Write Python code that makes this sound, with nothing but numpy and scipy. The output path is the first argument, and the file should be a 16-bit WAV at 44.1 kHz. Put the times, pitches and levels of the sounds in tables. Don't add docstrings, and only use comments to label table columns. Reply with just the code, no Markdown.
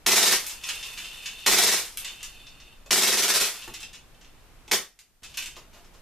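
import sys
import numpy as np
from scipy import signal
from scipy.fft import rfft, irfft, next_fast_len
from scipy.io import wavfile
from scipy.ndimage import uniform_filter1d

SR = 44100
rng = np.random.default_rng(int(sys.argv[2]) if len(sys.argv) > 2 else 0)


def digitize_waveform(pressure):
    field = np.atleast_2d(pressure).T
    bounded = np.clip(field, -1, 1)
    quanta = np.round(bounded * 32767).astype(np.int16)
    wavfile.write(sys.argv[1], SR, quanta)


def makeup_ratio(level_db):
    decades = np.asarray(level_db, float) / 20
    return 10 ** decades


N = 265261

# crack_s, jet_db, recoil_db (slide against its rear stop, relative to the jet)
ROUNDS = [(0.0664, -14, -5), (0.114, -15, -7), (0.1615, -14.5, -1), (0.211, -17.5, 7), (0.2615, -15, -2.5),
          (0.3157, -14, -7), (1.466, -12.5, -15), (1.517, -17, 1.5), (1.5678, -17.5, 8), (1.6181, -16, 2.5),
          (1.668, -16.5, 0), (1.7199, -18, 0), (1.767, -25, 1), (2.911, -15.5, 4.5), (2.962, -18, 4.5),
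          (3.016, -17, 4), (3.0686, -16, -4), (3.1232, -18, -4), (3.175, -18, 0), (3.2268, -17, -9),
          (3.284, -17, 1.5), (3.341, -16.5, 0.5), (3.405, -16, -18), (3.459, -30, -6),
          (4.7168, -16.5, -1.5)]
BURST_OPENERS = [
    .0665,
    1.4664,
    2.911,
    4.7183,
]
# pitch_hz, density_db
GAS_SPECTRUM = [(180, -46), (300, 11), (414, 10), (562, -1.5), (692, -3), (970, -10), (2280, -2),
                (3240, -3.5), (3570, -2), (6070, -2), (14000, -11)]
# pitch_hz, width_hz, level_db
FRAME_MODES = [(1298, 60, -10), (1867, 51, -3), (2280, 170, -13), (2840, 82, -14.5), (3534, 220, -6.5),
               (4710, 110, -13.5), (5530, 270, -10)]
# pitch_hz, width_hz, level_db
THUMP_MODES = [(86.1, 19, -15), (176, 6.4, -7), (202.5, 12, -5), (329, 53, -6.5), (373.5, 23, 2.5),
               (421, 42, -2.5), (488, 13, -1), (650, 36, -9.5), (703, 40, -2.5), (1000, 240, -3.5)]
# pitch_hz, width_hz, level_db
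TRAP_MODES = [(2558, 83, -5.5), (2663, 60, -1), (2760, 78, -2), (3102, 53, -3.5), (3490, 54, -3),
              (3623, 170, -5), (4430, 63, -12.5), (6400, 1600, -44.5)]
# pitch_hz, density_db
PELLET_SPECTRUM = [(350, -53), (600, -19), (2770, 4), (3370, 2), (3650, -1.5), (4630, -0.5), (6870, -1),
                   (14000, -38)]
# start_s, peak_db
TICKS = [(0.4666, -18), (1.9728, -14.5), (2.231, -35), (3.7377, -32.5), (3.8207, -38), (3.931, -46),
         (4.212, -56), (4.68, -45), (4.9919, -38), (5.233, -38), (5.3725, -21.5)]
# start_s, peak_db, rattle_s
WALL_HITS = [
    (0.4633, -25.5, 0.01),
    (0.4954, -24, 0.01),
    (1.9719, -22.5, 0.0071),
    (2.229, -23.5, 0.011),
    (3.8037, -29.5, 0.0087),
    (4.9896, -38, 0.0078),
    (5.424, -25, 0.012),
    (5.4586, -24.5, 0.0081),
]
# start_s, peak_db, rattle_s
RIM_HITS = [
    (0.636, -22, 0.0099),
    (0.6878, -15, 0.0061),
    (1.256, -21.5, 0.0094),
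    (2.0442, -21.5, 0.011),
    (3.7389, -25, 0.0086),
    (3.8284, -26.5, 0.004),
    (3.9295, -34, 0.017),
    (5.231, -30.5, 0.017),
    (5.3402, -31.5, .008),
    (5.3713, -18.5, 0.013),
]
# start_s, peak_db, rattle_s
TRAP_HITS = [(0.828, -22, 0.0091), (0.975, -24.5, 0.019), (1.0448, -25.5, 0.01), (2.079, -24, 0.0064),
             (2.206, -34, 0.0066), (2.4686, -33, 0.0055), (2.6005, -35.5, 0.01), (3.6194, -29, 0.011),
             (3.9465, -44, .008), (4.144, -46, .0053), (4.2465, -39, 0.0035)]
# start_s, peak_db, rattle_s,
# dull_knock_db
HANDLING = [(2.8602, -34.5, 0.0032, -8), (3.6751, -33, 0.0032, 3.5), (3.821, -44.5, 0.0049, -4),
            (4.76, -44, 0.0072, 9.5), (4.21, -40.5, .006, -15), (4.6781, -30.5, 0.0029, -12),
            (5.556, -37.5, 0.017, -18), (5.565, -42.5, 0.003, 6), (5.729, -44, 0.057, -3.5),
            (5.844, -45, .0056, -16), (5.936, -45, 0.017, -5)]
# start_s, stop_s, ring_db, slowing_db_per_s, scrape_db (against the ring)
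ROLLS = [
    (0.495, 0.583, -53, -39.5, 1),
    (0.644, 1.46, -46.5, -1, 1.5),
    (2.0, 2.73, -49, -16, -2),
    (3.545, 3.853, -51.5, -16, -4.5),
    (3.946, 4.01, -71, -26, -8),
    (4.24, 4.415, -74, -12, -10),
    (5.388, 5.476, -51.5, -17.5, -6),
    (5.286, 5.33, -61, -16, -1),
]
# pitch_hz, side_minus_mid_db
ROOM_WIDTH = [(60, -15.5), (120, -21.5), (240, -26.5), (470, -24.5), (940, -15.5), (1880, -17.5),
              (3740, -5), (7450, 1), (14800, 3.5)]
# pitch_hz, density_db
HUSH_SPECTRUM = [(8.8, -33), (15, 1.5), (37, -4.5), (59, -13), (311, -23), (601, -27), (674, -25),
                 (1840, -30.5), (2660, -32), (4720, -38.5), (14000, -44)]
# pitch_hz, side_minus_mid_db
HUSH_WIDTH = [(60, -10), (180, -5.5), (540, -6.5), (1640, -5.5), (4930, 0), (14800, 0.5)]
# down_s, up_s, depth_db
DUCKS = [
    (0.075, 0.525, -3),
    (1.47, 1.963, -3),
    (2.915, 3.642, -7),
    (4.731, 5.221, -15),
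]

# after_crack_s, rise_s, fall_s
VALVE, JET = (-0.0044, 0.0033, 0.0024), (0.0015, 0.0054, 0.0085)
SLIDE_BACK, SLIDE_HOME = (0.01678, 0.0045, 0.0027), (0.0313, 0.0087, 0.016)
HOME_DB, HOME_PER_RECOIL = -17, -0.51
PUSH_DB, COOLING_DB, SHORT_STROKE_DB = -13, -1.01, -16
SHORT_STROKE_JET_DB = -21
FIRST_CRACK_DB, LATER_CRACK_DB = -2, -15
# after_crack_s, level_db, pitch_hz, width_hz
VALVE_KNOCK = (-.003, -12, 1903, 704)
OPENING_SPIT_DB = -12
TICK_FALL_S, TICK_GAIN_DB = .0012, -3
# bright_db, dull_knock_db, rise_s (clipped to 0.2..20 ms), trap_ring_db
WALL, RIM, INSIDE = (4, -43, -0.02, -6), (-2, -32.5, .003, -4), (-22, -29.5, -0.17, 0.5)
GEAR_BRIGHT_DB, GEAR_RISE_S, GEAR_RING_DB = -17, 0.0028, -7
ROLL_IN_DB_PER_S, ROLL_OUT_DB_PER_S, SCRAPE_FADE_DB_PER_S = 395, 142, -10
# after_round_s, level_db, fall_s
SCATTER = (0.074, -41.5, 0.066)
ROOM_T60_S, TREBLE_T60_S, ROOM_DB = 0.26, 0.23, 5
PATH_SHIFT_S = .07
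CRACK_DIRECT, CRACK_TO_ROOM, THUMP_TO_ROOM = .95, .3, .07
HUSH_DB, CONVERTER_HISS_DB = -52.5, -71


def rounds_into_burst(crack_s):
    openers = np.array(BURST_OPENERS)
    first_round = np.searchsorted(crack_s, openers - .02)
    burst = np.searchsorted(openers, crack_s + .02) - 1
    return np.arange(len(crack_s)) - first_round[burst]


def gas_and_slide():
    s, jet_db, recoil_db = np.transpose(ROUNDS)
    back_db = jet_db + recoil_db
    home_db = jet_db + HOME_DB + HOME_PER_RECOIL * recoil_db
    puffs = swell(s + VALVE[0], jet_db, *VALVE[1:]) + swell(s + JET[0], jet_db, *JET[1:])
    blows = swell(s + SLIDE_BACK[0], back_db, *SLIDE_BACK[1:])
    blows += swell(s + SLIDE_HOME[0], home_db, *SLIDE_HOME[1:])
    highpass = signal.butter(4, 700, "high", fs=SR, output="sos")
    gas = signal.sosfilt(highpass, noise(GAS_SPECTRUM, N))
    shaking = rng.standard_normal(N) * (blows + 0.31 * puffs)
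    frame = makeup_ratio(13.0) * resonate(shaking, FRAME_MODES)
    after_s, knock_db, pitch_hz, width_hz = VALVE_KNOCK
    knocks = strikes(np.array(BURST_OPENERS) + after_s, knock_db)
    frame = frame + makeup_ratio(27) * resonate(knocks, [(pitch_hz, width_hz, 0)])
    return gas * (puffs + makeup_ratio(-2.5) * blows) + frame


def low_thump():
    s, jet_db, _ = np.transpose(ROUNDS)
    push_db = PUSH_DB + COOLING_DB * rounds_into_burst(s)
    push_db = push_db + SHORT_STROKE_DB * (jet_db < SHORT_STROKE_JET_DB)
    push = 0.7 * strikes(s - .002, push_db) + .5 * strikes(s + 0.00707, push_db)
    rear_stop = strikes(s + .0185, push_db)
    softened = signal.lfilter([.1], [1, -.9], push - rear_stop)
    return makeup_ratio(34) * resonate(softened, THUMP_MODES)


def muzzle_crack():
    s = np.transpose(ROUNDS)[0]
    later = s[rounds_into_burst(s) > 0]
    clicks = strikes(np.array(BURST_OPENERS), FIRST_CRACK_DB) + strikes(later, LATER_CRACK_DB)
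    step = np.arange(-8, 14)
    pulse = .3 * np.exp(-(step + 4) ** 2 / 3) - np.exp(-step ** 2 / 2)
    pulse += .55 * np.exp(-(step - 5) ** 2 / 3)
    return np.convolve(clicks, pulse)[10:N + 10]


def ticks():
    s, peak_db = np.transpose(list(TICKS) + [(s, OPENING_SPIT_DB) for s in BURST_OPENERS])
    spit = swell(s, peak_db + TICK_GAIN_DB, .0001, TICK_FALL_S) * rng.standard_normal(N)
    return signal.sosfilt(signal.butter(2, 6000, "high", fs=SR, output="sos"), spit)


def taps():
    rows = []
    for hits, surface in ((WALL_HITS, WALL), (RIM_HITS, RIM), (TRAP_HITS, INSIDE)):
        rows += [(*hit, *surface) for hit in hits]
    for s, peak_db, rattle, dull_db in HANDLING:
        rows.append((s, peak_db, rattle, GEAR_BRIGHT_DB, dull_db, GEAR_RISE_S, GEAR_RING_DB))
    s, peak_db, rattle, bright_db, dull_db, rise, ring_db = np.transpose(rows)
    rattle, rise = np.clip(rattle, .001, .04), np.clip(rise, .0002, .02)
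    body = swell(s, peak_db - 12.5, rise, rattle) * noise(PELLET_SPECTRUM, N)
    edge = swell(s, peak_db + bright_db - 18.5, rise, .8 * rattle)
    edge = edge * noise([(3000, -41.5), (7000, -15.0), (15000, -27.5)], N)
    dull = swell(s, peak_db + dull_db - 9.5, rise + .001, 1.8 * rattle)
    dull = dull * noise([(200, -22), (450, -7), (1200, -11.5), (3000, -26.5)], N)
    shaking = swell(s, peak_db + ring_db - 11, rise, rattle) * rng.standard_normal(N)
    return body + edge + dull + makeup_ratio(16.5) * resonate(shaking, TRAP_MODES)


def rolling_grit():
    clumping_db = 3.5 * noise([(5, -6), (20, 0), (60, -6), (200, -40)], N)
    contacts = rng.random(N) < 1400 / SR * makeup_ratio(clumping_db)
    force = makeup_ratio(3.4 * np.minimum(rng.exponential(1, N), 4))
    return contacts * force * rng.choice([-1, 1], N)


def rolling():
    grit = rolling_grit()
    ring = rms_one(resonate(grit, TRAP_MODES))
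    bandpass = signal.butter(1, [1200, 9000], "band", fs=SR, output="sos")
    scrape = rms_one(signal.sosfilt(bandpass, grit))
    s, jet_db, _ = np.transpose(ROUNDS)
    full = s[jet_db >= SHORT_STROKE_JET_DB]
    last = full[:-1][np.diff(full) > .2]
    after_s, scatter_db, fall_s = SCATTER
    out = scrape * swell(last + after_s - .03, scatter_db, 0.035, fall_s)
    t = np.arange(N) / SR
    for start, stop, ring_db, slowing_db, scrape_db in ROLLS:
        since = t - start
        level_db = ring_db + slowing_db * since
        level_db += np.minimum(ROLL_IN_DB_PER_S * since, 0)
        level_db -= np.maximum(ROLL_OUT_DB_PER_S * (t - stop), 0)
        fading_db = scrape_db + SCRAPE_FADE_DB_PER_S * np.maximum(since, 0)
        out += makeup_ratio(level_db) * (ring + scrape * makeup_ratio(fading_db))
    return out


def room(x, count=4):
    padded = next_fast_len(N + SR // 2)
    turn = np.arange(N) / SR / PATH_SHIFT_S
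    wet = 0
    for k in range(count):
        away = np.abs((turn - k + count / 2) % count - count / 2)
        share = np.cos(np.pi / 2 * np.minimum(away, 1))
        wet = wet + rfft(x * share, padded) * rfft(tail(), padded)
    return x + irfft(wet, padded)[:, :N]


def echoed(x):
    return signal.fftconvolve(x[None], tail())[:, :N]


def tail():
    t = np.arange(SR // 2) / SR
    echo = spread([(100, 16.0), (600, 0.5), (15000, -1)], ROOM_WIDTH, len(t))
    bass = signal.lfilter([.4], [1, -.6], echo)
    echo = bass * makeup_ratio(-60 * t / ROOM_T60_S) + (echo - bass) * makeup_ratio(-60 * t / TREBLE_T60_S)
    echo = echo * np.clip((t - .0015) / 0.0046, 0, 1)
    return makeup_ratio(ROOM_DB) * echo / np.sqrt(np.mean(np.sum(echo ** 2, axis=1)))


def hush():
    t = np.arange(N) / SR
    duck_db = sum(depth_db * ((t > down) & (t < up)) for down, up, depth_db in DUCKS)
    gain = makeup_ratio(HUSH_DB + uniform_filter1d(duck_db, size=90))
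    ducked = gain * spread(HUSH_SPECTRUM, HUSH_WIDTH, N)
    return ducked + makeup_ratio(CONVERTER_HISS_DB) * spread([(100, 11.0), (15000, 4)], HUSH_WIDTH, N)


def strikes(times, db):
    out = np.full(N, 1e-18)
    out[np.round(times * SR).astype(int)] = makeup_ratio(db)
    return out


def swell(times, db, rise, fall):
    out, t = np.zeros(N + 9000), np.arange(9000) / SR
    for s, level_db, up, down in np.broadcast(times, db, rise, fall):
        shape = (1 - np.exp(-t / up)) * np.exp(-t / down)
        out[round(s * SR):][:len(t)] += makeup_ratio(level_db) * shape / shape.max()
    return out[:N]


def resonate(x, modes):
    out = 0
    for k, (hz, width, db) in enumerate(modes):
        r = np.exp(-np.pi * width / SR)
        poles = [1, -2 * r * np.cos(2 * np.pi * hz / SR), r * r]
        out = out + (-1) ** k * makeup_ratio(db) * signal.lfilter([1 - r * r, 0, r * r - 1], poles, x)
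    return out / 2


def rms_one(x):
    return x / np.sqrt(np.mean(x ** 2) + 1e-20)


def at_hz(points, size):
    hz, db = np.transpose(points)
    return makeup_ratio(np.interp(np.log(np.fft.rfftfreq(size, 1 / SR) + 1), np.log(hz), db))


def noise(points, size):
    padded = next_fast_len(size)
    spectrum = rfft(rng.standard_normal(padded)) * at_hz(points, padded)
    return rms_one(irfft(spectrum, padded)[:size])


def spread(points, width, size):
    padded = next_fast_len(size)
    side = irfft(rfft(noise(points, padded)) * at_hz(width, padded), padded)[:size]
    return noise(points, size) + side * [[1], [-1]]


def scene():
    action, thump, crack = gas_and_slide(), low_thump(), muzzle_crack()
    shaded = -.16 * action
    near = makeup_ratio(-3) * action + taps() + ticks() + rolling() + CRACK_TO_ROOM * crack
    direct = shaded + CRACK_DIRECT * crack + thump
    return room(near) + direct + THUMP_TO_ROOM * echoed(thump) + hush()


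def band_limit(x):
    return signal.sosfilt(signal.butter(12, 15430, fs=SR, output="sos"), x)


def record(dry):
    lowpass = signal.ellip(10, .5, 48, 14250, fs=SR, output="sos")
    mix = signal.sosfilt(lowpass, dry)
    return band_limit(mix)


dry = scene()
out = record(dry)
digitize_waveform(out)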